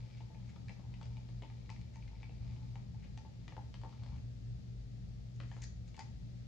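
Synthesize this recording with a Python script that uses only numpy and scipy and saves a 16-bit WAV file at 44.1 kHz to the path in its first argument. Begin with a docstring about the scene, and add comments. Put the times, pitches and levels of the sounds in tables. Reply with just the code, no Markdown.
"""Stirring paint in a plastic cup

A wooden stick stirs thin paint in a hand-held cup: knocks ring the cup, stick-slip clicks make the scrapes.
The stick rests for a second, then clatters and scrapes at the rim as the cup changes hands.
Bursting paint films crackle, and a small room echoes it all with a bounce and a tail of fading noise.
Sine tones make a motor hum throughout; shaped noise makes the rumble and hiss of ventilation."""
import sys
import numpy as np
from scipy import signal
from scipy.fft import rfft, irfft
from scipy.io import wavfile
from scipy.ndimage import uniform_filter1d

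SR = 44100
rng = np.random.default_rng(int(sys.argv[2]) if len(sys.argv) > 2 else 0)


def store_wav(level_fs):
    """Save 16-bit WAV to argv[1]."""
    pcm = np.round(np.clip(np.atleast_2d(level_fs), -1, 1) * 32767)
    wavfile.write(sys.argv[1], SR, pcm.T.astype(np.int16))


N = 285503
TIME = np.arange(N) / SR
BLOW_TIME = TIME[:SR // 6]  # the time span of one blow

# Firm knocks of the stick; levels are before the trims in knocks(). The hollow's pitch starts at
# hollow_pitch_hz where 880 is its rest; the wall answers best at wall_centre_hz and less to either side.
# [start_s, base_thud_db, hollow_ring_db, hollow_pitch_hz, wall_db, wall_centre_hz,
#  wall_falloff_db_per_octave, tick_db, tick_centre_hz]
STICK_KNOCKS = [(0.2055, -70, -61, 893, -69.5, 2190, 10, -75, 3000),
                (0.302, -64.5, -72, 880, -85, 1400, 18, -90, 3000),
                (0.346, -67, -69.5, 823, -72.5, 2400, 24, -78, 3200),
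                (0.5605, -67, -65.5, 884, -69, 1250, 10, -70, 3200),
                (0.6832, -75, -80, 876, -60.5, 2080, 30, -65, 4400),
                (0.694, -64, -66, 890, -59, 2260, 12, -62, 3400),
                (0.795, -66, -79, 880, -75, 1300, 20, -80, 3000),
                (0.84, -72, -69, 850, -86, 2400, 18, -84, 3000),
                (0.9385, -82, -75, 890, -66.5, 2500, 30, -65.5, 3500),
                (1.0128, -69, -60, 900, -62, 1320, 18, -67.5, 4000),
                (1.029, -65, -87, 880, -71, 2880, 19, -64.5, 4700),
                (1.055, -80, -81, 906, -72, 2350, 23, -70, 4700),
                (1.1685, -73, -67.5, 870, -71.5, 2550, 4, -67, 3370),
                (1.2888, -64, -72, 871, -74, 1900, 19, -71, 4500),
                (1.4218, -56.5, -65.5, 906, -66.5, 2630, 23, -62.5, 3730),
                (1.435, -67, -59.5, 900, -67, 2700, 28, -76, 3400),
                (1.463, -78, -78, 875, -76, 2400, 18, -79, 3200),
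                (1.4995, -82, -66, 878, -68.5, 2300, 12, -73, 3400),
                (1.693, -72, -68, 889, -58, 2300, 7, -72, 3600),
                (1.701, -76, -58.5, 890, -61.5, 2420, 23, -60, 5000),
                (1.762, -78, -75, 874, -68.5, 2300, 16, -73, 4800),
                (1.8134, -88, -79, 870, -74, 2300, 20, -70, 4540),
                (1.9574, -75, -64, 900, -68, 2300, 20, -69.5, 6500),
                (2.0242, -74, -79, 910, -67.5, 2420, 34, -71, 3600),
                (2.0778, -86, -80, 885, -66, 2450, 39, -69.5, 4000),
                (2.131, -90, -69, 875, -83, 2300, 18, -86, 3500),
                (2.2302, -82, -64.5, 885, -60.5, 2100, 19, -67, 3200),
                (2.2938, -63, -69, 830, -68.5, 2360, 28, -87, 3500),
                (2.5627, -82, -89, 860, -76, 2360, 22, -76, 3500),
                (2.7557, -68, -60.5, 890, -65, 2320, 18, -67.5, 4060),
                (2.945, -80, -69, 845, -82, 2200, 18, -78, 4000),
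                (3.0466, -68, -86, 870, -69, 2200, 20, -76, 3200),
                (3.1752, -82, -62.5, 845, -66, 2530, 10, -62, 5100),
                (3.249, -66, -62, 865, -77, 1500, 18, -93, 3000),
                (3.4798, -62, -66, 900, -62, 1780, 19, -60, 3100),
                (3.5218, -63, -65, 881, -64, 1650, 8, -73, 3000),
                (3.5665, -57, -59.5, 883, -62.5, 1580, 18, -69, 3600),
                (3.579, -67, -54.5, 880, -76, 1660, 20, -79, 3600),
                (3.7412, -64.5, -66, 926, -63.5, 1790, 12, -59.5, 3500),
                (3.815, -76, -77, 890, -70, 1610, 25, -70, 4900),
                (3.835, -59, -53.5, 888, -67.5, 1690, 22, -73, 4020),
                (3.848, -58, -53.5, 877, -70, 1640, 27, -73, 4000),
                (3.893, -71, -66, 890, -77, 1410, 18, -72, 4000),
                (3.926, -81, -69, 855, -68, 1380, 30, -72.5, 3600),
                (4.0345, -68.5, -82, 917, -68.5, 1400, 8, -66, 4430),
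                (4.0626, -68, -71, 890, -72, 2170, 18, -68.5, 3800),
                (5.4012, -60, -71, 900, -57.5, 1630, 21, -60, 3740),
                (5.434, -65, -77, 880, -65.5, 1950, 20, -70, 3600),
                (5.5148, -69, -62.5, 880, -62, 1880, 27, -65, 3830),
                (5.528, -77, -68, 886, -76, 1900, 18, -78, 3600),
                (5.5655, -65, -75, 870, -64.5, 1400, 15, -79, 3600),
                (5.586, -80, -68, 885, -78, 1500, 8, -77, 3600),
                (5.6222, -80, -86, 880, -74, 2000, 13, -63, 7000),
                (5.6262, -74, -81, 884, -65, 1960, 34, -75, 6700),
                (5.631, -79, -80, 870, -66, 1980, 36, -69, 6300),
                (5.6408, -72, -79, 870, -65, 1980, 33, -69, 6630),
                (5.9435, -79, -76, 870, -67, 2310, 8, -68.5, 3800),
                (5.966, -91, -84, 880, -69, 3000, 17, -65, 5160),
                (5.978, -66.5, -59, 844, -69, 1620, 13, -71, 4000),
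                (5.992, -70, -52.5, 881, -59.5, 2150, 11, -56, 6100),
                (6.008, -76, -70, 880, -63, 2200, 14, -67, 3800)]


def knocks(base_trim_db=-1, hollow_trim_db=0., wall_trim_db=0., tick_trim_db=-1):
    """The stick strikes the cup, springs back and touches it once more, softly."""
    out = np.zeros(N)
    # delay in seconds, then change in the hollow and in everything else in dB
    touches = [(0, 0, 0), (.0113, -7, -14.5)]
    for start_s, base, hollow, hollow_hz, wall, wall_hz, falloff_db, tick, tick_hz in STICK_KNOCKS:
        for lag_s, air_db, plastic_db in touches:
            base_db = base + base_trim_db + plastic_db
            hollow_db = hollow + hollow_trim_db + air_db
            wall_db = wall + wall_trim_db + plastic_db
            tick_db = tick + tick_trim_db + plastic_db
            touch_s = start_s + lag_s
            add(out, touch_s, body(base_db, hollow_db, hollow_hz))
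            add(out, touch_s, blow(wall_ring(wall_hz, falloff_db), wall_db))
            add(out, touch_s, blow(contact(tick_hz), tick_db))
    return out


# Ways the paint-loaded base can ring, damped by paint and hand; levels are relative.
# [pitch_hz, level_db, time_to_fall_60_db_s]
BASE_MODES = [(313, -6.5, 0.039), (440, 0, 0.019), (545, -3.5, 0.039), (688, 4.5, 0.016),
              (640, -12.5, 0.024)]
# Ways the air in the cup can ring; levels are relative.
# [pitch_hz, level_db, time_to_fall_60_db_s]
HOLLOW_MODES = [(740, -15, .04), (826, -3.5, .06), (875, 3, .026), (893, -5.5, .105), (935, -6, .045),
                (990, -10, .035), (1080, -10, .02)]


def body(base_db, hollow_db, hollow_hz, rest_hz=880, cushion_s=0.003):
    """The paint passes a knock on: the base thuds and the hollow sounds, its pitch bent by the sloshing."""
    cushion = 1 - np.exp(-BLOW_TIME / cushion_s)
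    thud = ring(BASE_MODES, scatter_db=2, detune=.03)
    bend = hollow_hz / rest_hz - 1
    air = ring(HOLLOW_MODES, scatter_db=2, detune=.012, signs=[1], bend=bend)
    return blow(cushion * thud, base_db) + blow(cushion * air, hollow_db)


# Ways the thin plastic wall can ring, damped by the hand; levels are relative.
# [pitch_hz, level_db, time_to_fall_60_db_s]
WALL_MODES = [(1083, 9, 0.022), (1241, 7, 0.015), (1435, -3, 0.019), (1702, 1, 0.016), (1808, 0.5, 0.011),
              (1906, 4.5, 0.017), (2033, -1.5, 0.013), (2263, 3, 0.026), (2400, 0, 0.023),
              (2640, -3.5, 0.029), (2800, 2.5, 0.012), (3200, -2, 0.0045), (3470, -12, 0.0061),
              (4030, -4.5, 0.019), (4550, -4, 0.019)]


def wall_ring(centre_hz, falloff_db, press_s=0.00061):
    """The place of contact favours the wall modes around one frequency; the grip flexes and retunes them."""
    modes = [(hz, db - falloff_db * abs(np.log2(hz / centre_hz)), t60) for hz, db, t60 in WALL_MODES]
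    press = 1 - np.exp(-BLOW_TIME / press_s)  # the wall yields, so the force builds up
    return press * ring(modes, scatter_db=2, detune=.04)


# Colour of wood touching plastic, with the stick's own resonances; levels are relative.
# [frequency_hz, level_db]
TICK_COLOUR = [(300, -18.5), (1500, 3.5), (3200, 6.5), (4100, -1.5), (4700, 3), (5300, -4), (6000, -6),
               (6600, -2.5), (7400, -4.5), (8300, -6.5), (10000, -11)]


def contact(tick_hz, tick_t60=0.019, crackle_db=-17, crackle_t60=0.069, falloff_db=10):
    """Wood snaps against plastic, then chatters on it in a few fine grains."""
    t = BLOW_TIME
    tone = [(hz, db - falloff_db * abs(np.log2(hz / tick_hz))) for hz, db in TICK_COLOUR]
    moments = 1. * (rng.random(len(t)) < 220 / SR)  # about 220 grains a second
    grains = unit(uniform_filter1d(moments, SR // 1500))
    strength = fade(t, tick_t60) + undb(crackle_db) * grains * fade(t, crackle_t60)
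    return colour(rng.standard_normal(len(t)), tone) * strength


def ring(modes, scatter_db, detune, signs=(-1, 1), bend=0, settle_s=0.028):
    """A blow rings fading sines; contact point and moving paint vary their mix, and a bent pitch settles."""
    hz, db, t60 = np.transpose(modes)[:, :, None]
    t = BLOW_TIME
    size, shift = rng.standard_normal((2, len(modes), 1))
    sign = rng.choice(signs, (len(modes), 1))
    bent_time = t + bend * settle_s * (1 - np.exp(-t / settle_s))
    strength = sign * undb(db + scatter_db * size) * fade(t, t60)
    waves = np.sin(2 * np.pi * hz * (1 + detune * shift) * bent_time)
    return np.sum(strength * waves, axis=0)


def blow(x, db):
    """Set the level of a blow over its first hundredth of a second."""
    return x * undb(db) / np.sqrt(np.mean(x[:SR // 100] ** 2))


# Effort of the stick dragging through the paint and along the wall; levels are before trims.
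# [start_s, hollow_db, wall_db]
STIR_EFFORT = [(0, -75, -79), (.38, -77, -83.5), (1.41, -79, -79), (2.15, -75, -82.5), (2.45, -74.5, -75),
               (3.4, -79, -84.5), (3.8, -91, -89), (4.14, -68, -70), (4.26, -92, -89)]


def stirring(hollow_trim_db=-4, rub_db=-5, catches_db=-6, uneven_db=3.5, strokes_per_s=8):
    """The wet stick glides along the wall: a faint rub, tiny catches, and a murmur of paint in the hollow."""
    s, hollow, wall = np.transpose(STIR_EFFORT)
    # frequency in Hz, relative level in dB
    hollow_tone = [(600, -7.5), (740, -9.5), (830, 5), (900, 1.5), (1000, -7), (1300, -12.5)]
    wall_tone = [(1600, -18.5), (2000, -6.0), (2330, 0.5), (2700, -9.5), (3600, -7.5), (5000, -9.5)]
    murmur = unit(colour(slips(rate=270, spread_db=0), hollow_tone))
    rub = unit(colour(slips(rate=750, spread_db=4.5), wall_tone))
    catches = unit(colour(slips(rate=35, spread_db=2), wall_tone))

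    def effort(db):
        """Follow the table with random unevenness; silent after its last row."""
        return undb(np.interp(TIME, s, db, right=-200) + uneven_db * walk(strokes_per_s))

    on_wall = undb(rub_db) * rub + undb(catches_db) * catches
    return murmur * effort(hollow + hollow_trim_db) + on_wall * effort(wall)


def scraping(rasp_trim_db=-1, wall_trim_db=-1):
    """The stick slides on wall and rim: bright dense slips that also shake the wall."""
    rub = slips(rate=1200, spread_db=4.5)
    # frequency in Hz, relative level in dB
    rasp_tone = [(2500, -23.0), (4200, -6.5), (5400, -8.5), (6800, -3), (8200, -18.0), (11000, -10.5)]
    wall_tone = [(1400, -6.5), (1750, -5.5), (2250, 2), (2650, -5.5), (3300, -12)]
    rasp = unit(colour(rub, rasp_tone)) * rim_pressure(0)
    wall = unit(colour(rub, wall_tone)) * rim_pressure(1)
    return undb(rasp_trim_db) * rasp + undb(wall_trim_db) * wall


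# Scrapes along the wall and rim, timed at the hardest pressure; levels are before trims.
# [peak_s, build_up_s, bright_rasp_db, wall_db]
RIM_SCRAPES = [(0.059, 0.0063, -81, -71.5), (.19, 0.068, -84, -74.5), (.503, 0.029, -74.5, -70),
               (1.955, 0.02, -74.5, -71), (2.225, 0.02, -76, -71), (2.55, 0.088, -81, -78),
               (3.045, 0.036, -88, -71), (4.19, 0.086, -84, -76), (5.365, .016, -73, -94),
               (5.61, 0.17, -74.5, -74.5), (5.622, 0.0085, -63, -72), (5.642, 0.017, -55, -75),
               (5.887, 0.013, -67.5, -75), (5.995, 0.004, -61, -62)]


def rim_pressure(column, build_db=12, release_t60=0.011):
    """Each scrape presses harder and harder until the stick slips off."""
    pressure = np.zeros(N)
    for peak_s, rise_s, *db in RIM_SCRAPES:
        before = np.maximum(peak_s - TIME, 0)
        after = np.maximum(TIME - peak_s, 0)
        level_db = db[column] - build_db * (before / rise_s) ** 2 - 60 * after / release_t60
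        pressure += undb(np.maximum(level_db, -200))
    return pressure


# Wet paint tearing from the stick after a stroke.
# [start_s, time_to_fall_60_db_s, level_db]
PAINT_TEARS = [(0.714, 0.14, -69.5), (1.052, 0.06, -75), (1.712, 0.23, -76), (3.9, .2, -79)]


def squelches():
    """Tiny films of paint burst in a short bright crackle."""
    tone = [(2500, -18), (4000, -2.5), (4900, -1.0), (5800, 0), (7500, -14.0)]  # Hz, relative dB
    crackle = unit(colour(slips(rate=1500, spread_db=3), tone))
    strength = np.zeros(N)
    for s, t60, db in PAINT_TEARS:
        strength += undb(db) * (TIME >= s) * fade(np.abs(TIME - s), t60)
    return crackle * strength


def slips(rate, spread_db):
    """Stick-slip friction: tiny clicks at random moments, rate a second on average, a few much stronger."""
    moments = rng.random(N) < rate / SR
    signs = rng.choice([-1, 1], N)
    strength_db = spread_db * np.minimum(rng.exponential(size=N), 3)
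    return moments * signs * undb(strength_db)


def dull_top(x, edge_hz=7900, order=6):
    """Low-pass filter: the cup sounds dull above the edge frequency, as through a soft microphone."""
    return signal.sosfilt(signal.butter(order, edge_hz, fs=SR, output="sos"), x)


def room(x, direct_left_db=6, echo_left_db=4, bounce_s=0.0091, bounce_db=-10, tail_db=-1.5):
    """Direct sound, one bounce off a near surface and a tail whose pattern changes as the cup moves."""
    turn = 2 * np.pi * TIME  # the hands sway once a second
    tail = reverberate(x * np.cos(turn)) + reverberate(x * np.sin(turn))
    echo = undb(tail_db) * tail + undb(bounce_db) * delay(x, bounce_s)
    return pan(direct_left_db) * x + pan(echo_left_db) * echo


def reverberate(x, room_t60=0.35, build_s=0.005):
    """A short diffuse tail of fading noise, different at each side."""
    t = TIME[:SR // 2]
    tone = [(100, 0.0), (550, -2.5), (870, -8.0), (1300, -3.0), (2400, -4.5), (3800, -3.0),
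            (6000, -0.5), (12000, -20.5)]  # Hz, relative dB
    tail = colour(rng.standard_normal((2, len(t))), tone)
    tail *= fade(t, room_t60) * (1 - np.exp(-t / build_s))
    tail /= np.sqrt(np.sum(tail ** 2))
    return signal.fftconvolve(x[None], tail, axes=1)[:, :N]


# Mains hum and motor tones; levels are rms, before wavering and panning.
# [pitch_hz, level_db]
HUM_TONES = [(50.49, -62.9), (53.39, -57.9), (57.77, -66.0), (115.56, -58.4), (120.0, -51.3),
             (221.15, -77.6), (240.0, -75.0), (257.9, -80.2)]


def hum(level_db=0, waver_db=3.04, lag_s=0.00071):
    """Mains and motor tones waver in level; close pairs beat, and all reach the right a little later."""
    tones = np.zeros(N)
    for hz, db in HUM_TONES:
        tones += undb(db + waver_db * walk(3.02)) * np.sin(2 * np.pi * hz * TIME)
    # the root of 2 turns rms into the peak of a sine
    return np.sqrt(2) * undb(level_db) * np.array([tones, delay(tones, lag_s)]) * pan(1.7)


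# Colour of the ventilation's deep rumble in the room modes; levels are relative.
# [frequency_hz, level_db]
RUMBLE_COLOUR = [(20, -42.5), (38, -19.5), (45, -21), (52, -6.5), (62, -7.5), (72, 1), (93, -18.5),
                 (106, 1.5), (119, -6.5), (130, -12), (144, -8), (158, -13), (188, -10), (250, -28)]
# Colour of the ventilation's rush of air; levels are relative.
# [frequency_hz, level_db]
AIR_COLOUR = [(250, -2), (320, -9), (450, -10.5), (680, -14.5), (850, -21), (1050, -28), (1250, -23.5),
              (1480, -27.5), (1800, -23.5), (3300, -26), (4600, -26), (6900, -30.5), (8800, -43.5),
              (13000, -44.5)]


def ventilation(rumble_db=-51.0, air_db=-65.0, lag_s=0.001):
    """A deep rumble that reaches the right a little later, under a nearly steady, diffuse rush of air."""
    air = draught(AIR_COLOUR, flutter_db=.35)
    left, right = draught(RUMBLE_COLOUR, flutter_db=1.56)
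    rumble = np.array([left, delay(right, lag_s)])
    return undb(rumble_db) * rumble + undb(air_db) * air


# Spread of the ventilation noise: the part that differs between channels against the shared part.
# [frequency_hz, side_over_mid_db]
STEREO_SPREAD = [(60, -21), (120, -9.5), (180, -2.5), (280, -0.5), (600, 2.5), (1500, 1.5), (5000, 0.5),
                 (8000, -2)]
# Extra gain of the ventilation noise in the left channel.
# [frequency_hz, left_gain_db]
LEFT_BOOST = [(60, 1.3), (110, 1.3), (180, 4.5), (300, 3), (520, 1.5), (1550, 3), (2670, 3), (4580, 6.5),
              (8000, 4.5), (11000, 0)]


def draught(points, flutter_db):
    """Noise of moving air, partly shared between the channels and stronger on the left."""
    mid, apart = colour(rng.standard_normal((2, N)), points)
    side = colour(apart, STEREO_SPREAD, skirt_db=0)
    left = colour(mid + side, LEFT_BOOST, skirt_db=0)
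    return unit(np.array([left, mid - side])) * undb(flutter_db * walk(4.253))


def undb(db):
    """Decibels to gain."""
    return 10 ** (np.asarray(db) / 20)


def unit(x):
    """Scale to an rms (average strength) of 1."""
    return x / np.sqrt(np.mean(x ** 2))


def pan(left_db):
    """Gains of the two channels that make the left louder by left_db."""
    return undb(np.array([[left_db], [-left_db]]) / 2)


def colour(x, points, skirt_db=40):
    """Shape by a (Hz, dB) spectrum that falls by skirt_db an octave beyond its ends."""
    hz, db = np.transpose(points)
    octave = np.log2(np.maximum(np.fft.rfftfreq(x.shape[-1], 1 / SR), 1))
    outside = np.abs(octave - np.clip(octave, np.log2(hz[0]), np.log2(hz[-1])))
    gain_db = np.interp(octave, np.log2(hz), db) - skirt_db * outside
    return irfft(rfft(x) * undb(gain_db), x.shape[-1])


def walk(rate):
    """Slow chance: random levels held 1 / rate s and smoothed, scaled to an rms of 1."""
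    hold = int(SR / rate)
    steps = np.repeat(rng.standard_normal(N // hold + 1), hold)
    return unit(uniform_filter1d(steps, hold)[:N])


def fade(t, t60):
    """Exponential decay by 60 dB in t60 seconds."""
    return np.exp(-np.log(1000) * t / t60)


def add(out, s, sound):
    """Mix a sound in at a time in seconds."""
    start = int(s * SR)
    out[start:start + len(sound)] += sound[:len(out) - start]


def delay(x, seconds):
    """The same sound, later."""
    return np.interp(TIME - seconds, TIME, x, left=0)


def scene():
    """The cup in its room, over hum and ventilation."""
    cup = knocks() + stirring() + squelches() + scraping()
    return room(dull_top(cup)) + hum() + ventilation()


def record(dry, top_hz=13700):
    """The recorder cuts the top: a steep low-pass filter."""
    return signal.sosfilt(signal.ellip(8, .2, 70, top_hz, fs=SR, output="sos"), dry)


dry = scene()
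out = record(dry)
store_wav(out)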